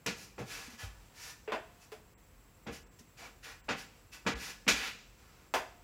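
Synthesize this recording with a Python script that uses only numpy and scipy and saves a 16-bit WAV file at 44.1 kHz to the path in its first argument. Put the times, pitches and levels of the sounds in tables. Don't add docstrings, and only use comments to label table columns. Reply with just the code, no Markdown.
import sys
import numpy as np
from scipy import signal
from scipy.fft import rfft, irfft, next_fast_len
from scipy.io import wavfile

SR = 44100
rng = np.random.default_rng(int(sys.argv[2]) if len(sys.argv) > 2 else 0)


def int16_out(signal):
    q = np.round(np.clip(np.atleast_2d(signal).T, -1, 1) * 32767)
    wavfile.write(sys.argv[1], SR, q.astype(np.int16))


N = 257103
TIME = np.arange(N) / SR


def from_db(db):
    return 10 ** (np.asarray(db) / 20)


def rms_one(x):
    return x / np.sqrt(np.mean(x ** 2) + 1e-20)


def at_hz(points, hz):
    f, value = np.transpose(points)
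    return np.interp(np.log(hz), np.log(f), value)


def bins(x):
    return np.maximum(np.fft.rfftfreq(len(x), 1 / SR), 1)


def resonant(modes, hz):
    peaks = ((from_db(abs(db)) ** 2 - 1) / (1 + (2 * (hz - f) / width) ** 2) for f, width, db in modes)
    return 10 * np.log10(1 + sum(peaks))


def coloured(x, curve_db):
    cepstrum = irfft(np.log(rms_one(from_db(curve_db)) + 1e-9), len(x))
    cepstrum[1:] *= 2
    cepstrum[len(x) // 2:] = 0
    return irfft(rfft(x) * np.exp(rfft(cepstrum)), len(x))


def treble(x, hz):
    return irfft(rfft(x) / (1 + (hz / bins(x)) ** 8), len(x))


def white():
    return rng.standard_normal(next_fast_len(N, True))


def add(out, start, sound):
    first = max(round(start * SR), 0)
    out[first:first + len(sound)] += sound[:N - first]


def contact(settle, t60, rise):
    t = TIME[:SR]
    fall = from_db(-60 * np.maximum(t - settle, 0) / t60)
    return rng.standard_normal(SR) * fall * (1 - np.exp(-t / rise))


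def note(hz, t60, rise):
    t = TIME[:SR]
    swell = (1 - np.exp(-t / rise)) * from_db(-60 * t / t60)
    return swell / swell.max() * np.sin(2 * np.pi * hz * t)


# (frequency [Hz], relative level [dB])
ROOM_COLOUR = [(24, -28), (40, 9.5), (62, 2), (98, 0), (420, -12.5), (513, -11), (627, -17.5), (693, -13.5),
               (805, -18), (912, -14), (1470, -18), (2540, -20.5), (3440, -26), (7100, -26.5),
               (7650, -30.5), (15800, -28)]
def room_tone(level_db=-60.5):
    noise = white()
    return from_db(level_db) * coloured(noise, at_hz(ROOM_COLOUR, bins(noise)))[:N]


# (frequency [Hz], half width [Hz], level [dB])
WHINE_LINES = [(7535, 45, -78), (7920, 65, -81.5), (15150, 60, -82)]
def whine():
    out, noise = np.zeros(N), white()
    for hz, half_width, db in WHINE_LINES:
        line = irfft(rfft(noise) / (1 + ((bins(noise) - hz) / half_width) ** 2), len(noise))
        out += from_db(db) * rms_one(line[:N])
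    return out


# (frequency [Hz], width [Hz], lift [dB])
BLADE_MODES = [(221, 86, 4.5), (292, 7.1, 7.5), (466.5, 21.3, 11.5), (784, 11, 6.5), (1340, 40, 2.5),
               (1455, 93, 4), (1696, 9.3, 7.5), (1790, 17, 1), (1980, 21, 8.5), (2043, 45, -1),
               (2270, 41, 4), (2420, 34, 6.5), (2620, 22, 4), (2610, 55, 5), (2810, 37, 2), (2980, 40, 2),
               (3460, 6.2, 9), (3860, 18, 2.5), (4700, 16, 6.5), (5000, 31, 2.5), (5480, 16, 3),
               (7060, 19, 12.5)]
# (frequency [Hz], relative level [dB])
SLAP_COLOUR = [(40, -33), (100, -3), (190, 1), (350, -1), (550, 0), (900, 4), (1600, 3), (2600, 3),
               (3500, -2.5), (6500, -8.5), (9000, -24), (12500, -28), (16000, -38)]
# (time [s], level [dB], board thud [dB], brightness [dB/octave],
#   settling time [s], favoured resonance [Hz], its lift [dB])
SLAPS = [(0.061, -33, 14, 4.5, 0.018, 2700, -0.5), (0.379, -41, 13.5, -2, 0.038, 475, 6),
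         (2.660, -52, 15, -4, 0.0063, 2270, 7), (2.666, -39.5, 14.5, -1, 0.018, 490, 2.5),
         (3.682, -42, -5, -7, .006, 2470, 16), (3.687, -33, 3.5, -0.5, 0.025, 1410, 2),
         (4.251, -50.5, 0, -9, 0.014, 200, 5), (4.264, -29.5, 9, 1.2, 0.02, 1990, 5),
         (4.666, -38.5, 4, -3, 0.011, 210, 10), (4.678, -22.5, 6.5, 5, 0.015, 2340, 1.5)]
def slaps():
    out = np.zeros(N)
    hz = bins(TIME[:SR])
    body_db = at_hz(SLAP_COLOUR, hz) + resonant(BLADE_MODES, hz)
    board_band = 1 / (1 + (hz / 650) ** 3)
    octaves = np.log2(np.clip(hz, 800, 11000))
    cushion = np.exp(-TIME[:SR] / 0.0022)
    for start, db, thud_db, brightness, settle, peak_hz, lift_db in SLAPS:
        force = contact(settle, t60=0.24, rise=0.00039)
        force = force - cushion * treble(force, hz=3250)
        favoured_db = resonant([(peak_hz, 35 + 0.032 * peak_hz, lift_db)], hz)
        colour_db = body_db + favoured_db + thud_db * board_band + brightness * octaves
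        add(out, start, from_db(db) * coloured(force, colour_db))
    return out


# (time [s], level [dB], t60 [s])
SNAPS = [(0.063, -31.5, 0.018), (0.389, -56.5, 0.34), (2.988, -60, 0.012), (2.992, -56.5, 0.13),
         (3.688, -60, 0.017), (4.68, -45, 0.032)]
def snaps():
    out = np.zeros(N)
    spectrum = [(1000, -38), (3000, -6), (6000, 6), (9000, -5), (13000, -6), (16000, -16)]
    colour_db = at_hz(spectrum, bins(TIME[:SR]))
    for start, db, t60 in SNAPS:
        burst = contact(settle=0.00057, t60=t60, rise=0.00037)
        add(out, start, from_db(db) * coloured(burst, colour_db))
    return out


# (frequency [Hz], t60 [s])
ROOM_T60 = [(100, 1), (400, 0.78), (1000, 0.54), (2500, 0.68), (6000, 0.78), (14000, 0.33)]
def reverberation(x):
    t, response = TIME[:SR], np.zeros(SR)
    edges_hz = np.geomspace(40, 18000, 10)
    for low, high in zip(edges_hz, edges_hz[1:]):
        bandpass = signal.butter(2, [low, high], "band", fs=SR, output="sos")
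        band = signal.sosfilt(bandpass, rng.standard_normal(SR))
        response += band * from_db(-60 * t / at_hz(ROOM_T60, np.sqrt(low * high)))
    response *= 1 - np.exp(-t / 0.0018)
    return signal.fftconvolve(x, response / np.linalg.norm(response))[:N]


def pull(attack, hold, sag_db_per_s, release_db_per_s=231):
    t = TIME[:SR]
    eased_db = sag_db_per_s * np.maximum(t - attack, 0)
    lifted_db = release_db_per_s * np.maximum(t - attack - hold, 0)
    return np.minimum(t / attack, 1) * from_db(-eased_db - lifted_db)


# (frequency [Hz], relative level [dB])
SCRAPE_COLOUR = [(120, -52), (200, -17.5), (394, -15), (482, -15), (538, -15), (735, -10.5), (1100, -7),
                 (1350, -4), (2330, -1.5), (2610, -1.5), (3370, -5.5), (5840, -4.5), (8580, -15),
                 (11900, -15), (16000, -24)]
# (time [s], attack [s], hold [s], level [dB], sag [dB/s], drag [dB re level], fizz [dB re level],
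#   lower resonance [Hz], its lift [dB], upper resonance [Hz], its lift [dB])
STROKES = [ (0.15, 0.034, 0.063, -61, 9, -5, 5.5, 2551, -1, 4131, 10),
           (0.45, 0.08, 0.22, -47, 60.5, -8, -2, 1700, 5.5, 2637, 4),
           (0.775, 0.026, 0.04, -51, -1, -1.5, -2.5, 1730, 11, 3170, 10),
           (1.132, 0.11, 0.063, -52.5, 11, -7.5, 1, 960, 12.5, 1774, 10.5),
           (1.786, 0.045, 0.01, -65.5, 30, -3, 2.5, 2604, 8, 4441, 9),
           (2.712, 0.027, 0.026, -53.5, 70, -10, -0.5, 2100, 6, 2970, 12),
           (3.165, 0.031, 0.069, -53.5, 20, -0.5, -5.5, 720, 10.5, 2300, 7),
           (3.424, 0.022, 0.076, -50, 40, -6.5, -6, 1480, 6, 1850, 10),
           (3.761, 0.028, 0.025, -51, 30, -25, -3, 1490, 7, 2573, 0),
           (4.114, 0.023, 0.017, -52, 33, -6, -3, 1490, 7, 2600, 9),
           (4.357, 0.082, 0.069, -46, 35, -9.5, -2.5, 1770, 4, 2460, 3),
           (4.747, 0.024, 0.11, -40, 4, -11.5, -10, 2620, 4, 3480, 5),
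           (5.161, 0.035, 0.26, -69.5, 6, -0.5, -3.5, 1290, 8, 2480, 1)]
def scrapes(grain_db=1.5, flex_width_hz=31, drag_lag_s=0.034):
    out = np.zeros(N)
    hz = bins(TIME[:SR])
    body_db = at_hz(SCRAPE_COLOUR, hz) + 1.04 * resonant(BLADE_MODES, hz)
    for start, attack, hold, db, sag, drag_db, fizz_db, low_hz, low_db, high_hz, high_db in STROKES:
        grit = rng.standard_normal(SR) * from_db(grain_db * rng.standard_normal(SR))
        flex_modes = [(low_hz, flex_width_hz, low_db), (high_hz, flex_width_hz, high_db)]
        friction = coloured(grit, body_db + resonant(flex_modes, hz))
        rasp, fizz = treble(friction, hz=1224), treble(friction, hz=4700)
        edge = pull(attack, hold, sag) * (rms_one(rasp - fizz) + from_db(fizz_db) * rms_one(fizz))
        pile_up = pull(attack + drag_lag_s, hold - drag_lag_s, sag)
        drag = pile_up * from_db(drag_db) * rms_one(friction - rasp)
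        add(out, start, from_db(db) * (edge + drag))
    return out


# (time [s], level [dB], pitch [Hz], t60 [s])
BOOMS = [(0.385, -58, 484, 0.18), (0.404, -38.5, 126, 0.21), (0.68, -47.5, 248, 0.1),
         (0.731, -52, 225, 0.17), (0.833, -37, 92.6, 0.25), (0.845, -42, 52.5, 0.45),
         (2.675, -47, 345, .12), (2.69, -48.5, 69, .3), (3.007, -55, 232, 0.13), (3.722, -41.5, 138, 0.14),
         (4.261, -30, 194, 0.083), (4.334, -39, 58.7, 0.24), (4.673, -35.5, 187, 0.075),
         (4.701, -44.5, 56.2, 0.56)]
def booms():
    out = np.zeros(N)
    for start, db, hz, t60 in BOOMS:
        add(out, start, from_db(db) * note(hz, t60, rise=0.001))
    return out


# (middle [s], half length [s], depth [dB])
DIPS = [(0.694, 0.007, 5), (2.159, 0.016, 30), (2.851, 0.015, 11), (2.896, 0.019, 10), (3.625, 0.014, 14),
        (4.347, 0.0069, 17)]
def treble_dips(x):
    dip_db = sum(depth * np.exp(-((TIME - middle) / half) ** 4) for middle, half, depth in DIPS)
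    return x - (1 - from_db(-dip_db)) * treble(x, hz=2920)


# (middle [s], half length [s], level [dB])
RUSTLES = [(1.064, 0.22, -66.5), (1.72, 0.22, -70), (3.993, 0.045, -68.5)]
def shirt():
    noise = white()
    spectrum = [(200, -12), (700, 5), (6000, -6), (9000, -9), (16000, -16)]
    cloth = coloured(noise, at_hz(spectrum, bins(noise)))[:N]
    swells = sum(from_db(db) * np.exp(-((TIME - middle) / half) ** 2) for middle, half, db in RUSTLES)
    return cloth * swells


def ringing(modes, t60):
    t, partials = TIME[:SR], np.zeros(SR)
    for hz, _, _ in modes:
        strength, phase = rng.random(2)
        partials += (0.5 + strength) * np.sin(2 * np.pi * (hz * t + phase))
    return partials * from_db(-60 * t / t60)


# (frequency [Hz], relative level [dB])
PAN_COLOUR = [(60, -28), (170, -13), (280, -2.5), (450, 0), (650, 5), (1100, -1), (1900, -3.5),
              (2800, -8.5), (4200, -16), (6200, -17.5), (9000, -25.5), (16000, -29.5)]
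# (frequency [Hz], width [Hz], lift [dB])
PAN_MODES = [(375, 22, 6.3), (463, 31, 4.1), (513, 14, 1.2), (635.7, 33, 6.7), (724, 24, 3.6),
             (910, 12, 4.5), (1012, 34, 6.1), (1486, 120, 3), (1730, 21, 1.4), (2020, 22, 1.8),
             (2490, 66, 2.4), (2670, 120, 3.2), (2650, 120, 3.1), (3450, 200, 3.5), (4850, 67, 8.1)]
# (pitch [Hz], level [dB re the knock], t60 [s])
PAN_RINGS = [(620, -16.5, 0.16), (706, -23.5, 0.92)]
# (time [s], level [dB], hard clack [dB],
#   top brightness [dB/octave], settling time [s], hollow note level [dB])
KNOCKS = [(1.477, -44, 7.5, -14, 0.025, -33), (1.521, -32.5, 1.5, -4.5, 0.011, -39.5),
          (1.919, -50, 7, 2.5, 0.0071, -42.5), (2.99, -65, 39, -4, 0.0039, -64),
          (5.539, -28, 3, 0.5, 0.013, -69)]
def pan_knocks():
    out = np.zeros(N)
    hz = bins(TIME[:SR])
    body_db = at_hz(PAN_COLOUR, hz) + resonant(PAN_MODES, hz)
    clack_band = hz ** 2 / (hz ** 2 + 1200 ** 2)
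    top_octaves = np.log2(np.maximum(hz / 2600, 1))
    for start, db, clack_db, brightness, settle, hollow_db in KNOCKS:
        force = contact(settle, t60=0.25, rise=0.00015) + from_db(-34.5) * ringing(PAN_MODES, t60=0.21)
        force[0] += from_db(19.5)
        colour_db = body_db + clack_db * clack_band + brightness * top_octaves
        add(out, start, from_db(db) * coloured(force, colour_db))
        add(out, start, from_db(hollow_db) * note(hz=433, t60=0.083, rise=0.021))
        for ring_hz, ring_db, t60 in PAN_RINGS:
            add(out, start, from_db(db + ring_db) * note(ring_hz, t60, rise=0.0025))
    return out


def scene():
    wall = slaps() + snaps() + booms()
    knocks, strokes = pan_knocks(), scrapes()
    room = reverberation(from_db(-15) * wall + from_db(-17) * knocks + from_db(-13.5) * strokes)
    mono = wall + knocks + strokes + room + shirt() + room_tone()
    mono = treble_dips(mono) + whine()
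    return np.array([mono, mono])


def record(dry):
    low_cut_hz, high_cut_hz = 38, 15850
    highpass = signal.butter(8, low_cut_hz, "high", fs=SR, output="sos")
    lowpass = signal.ellip(12, 0.1, 80, high_cut_hz, fs=SR, output="sos")
    return signal.sosfilt(lowpass, signal.sosfilt(highpass, dry))


dry = scene()
out = record(dry)
int16_out(out)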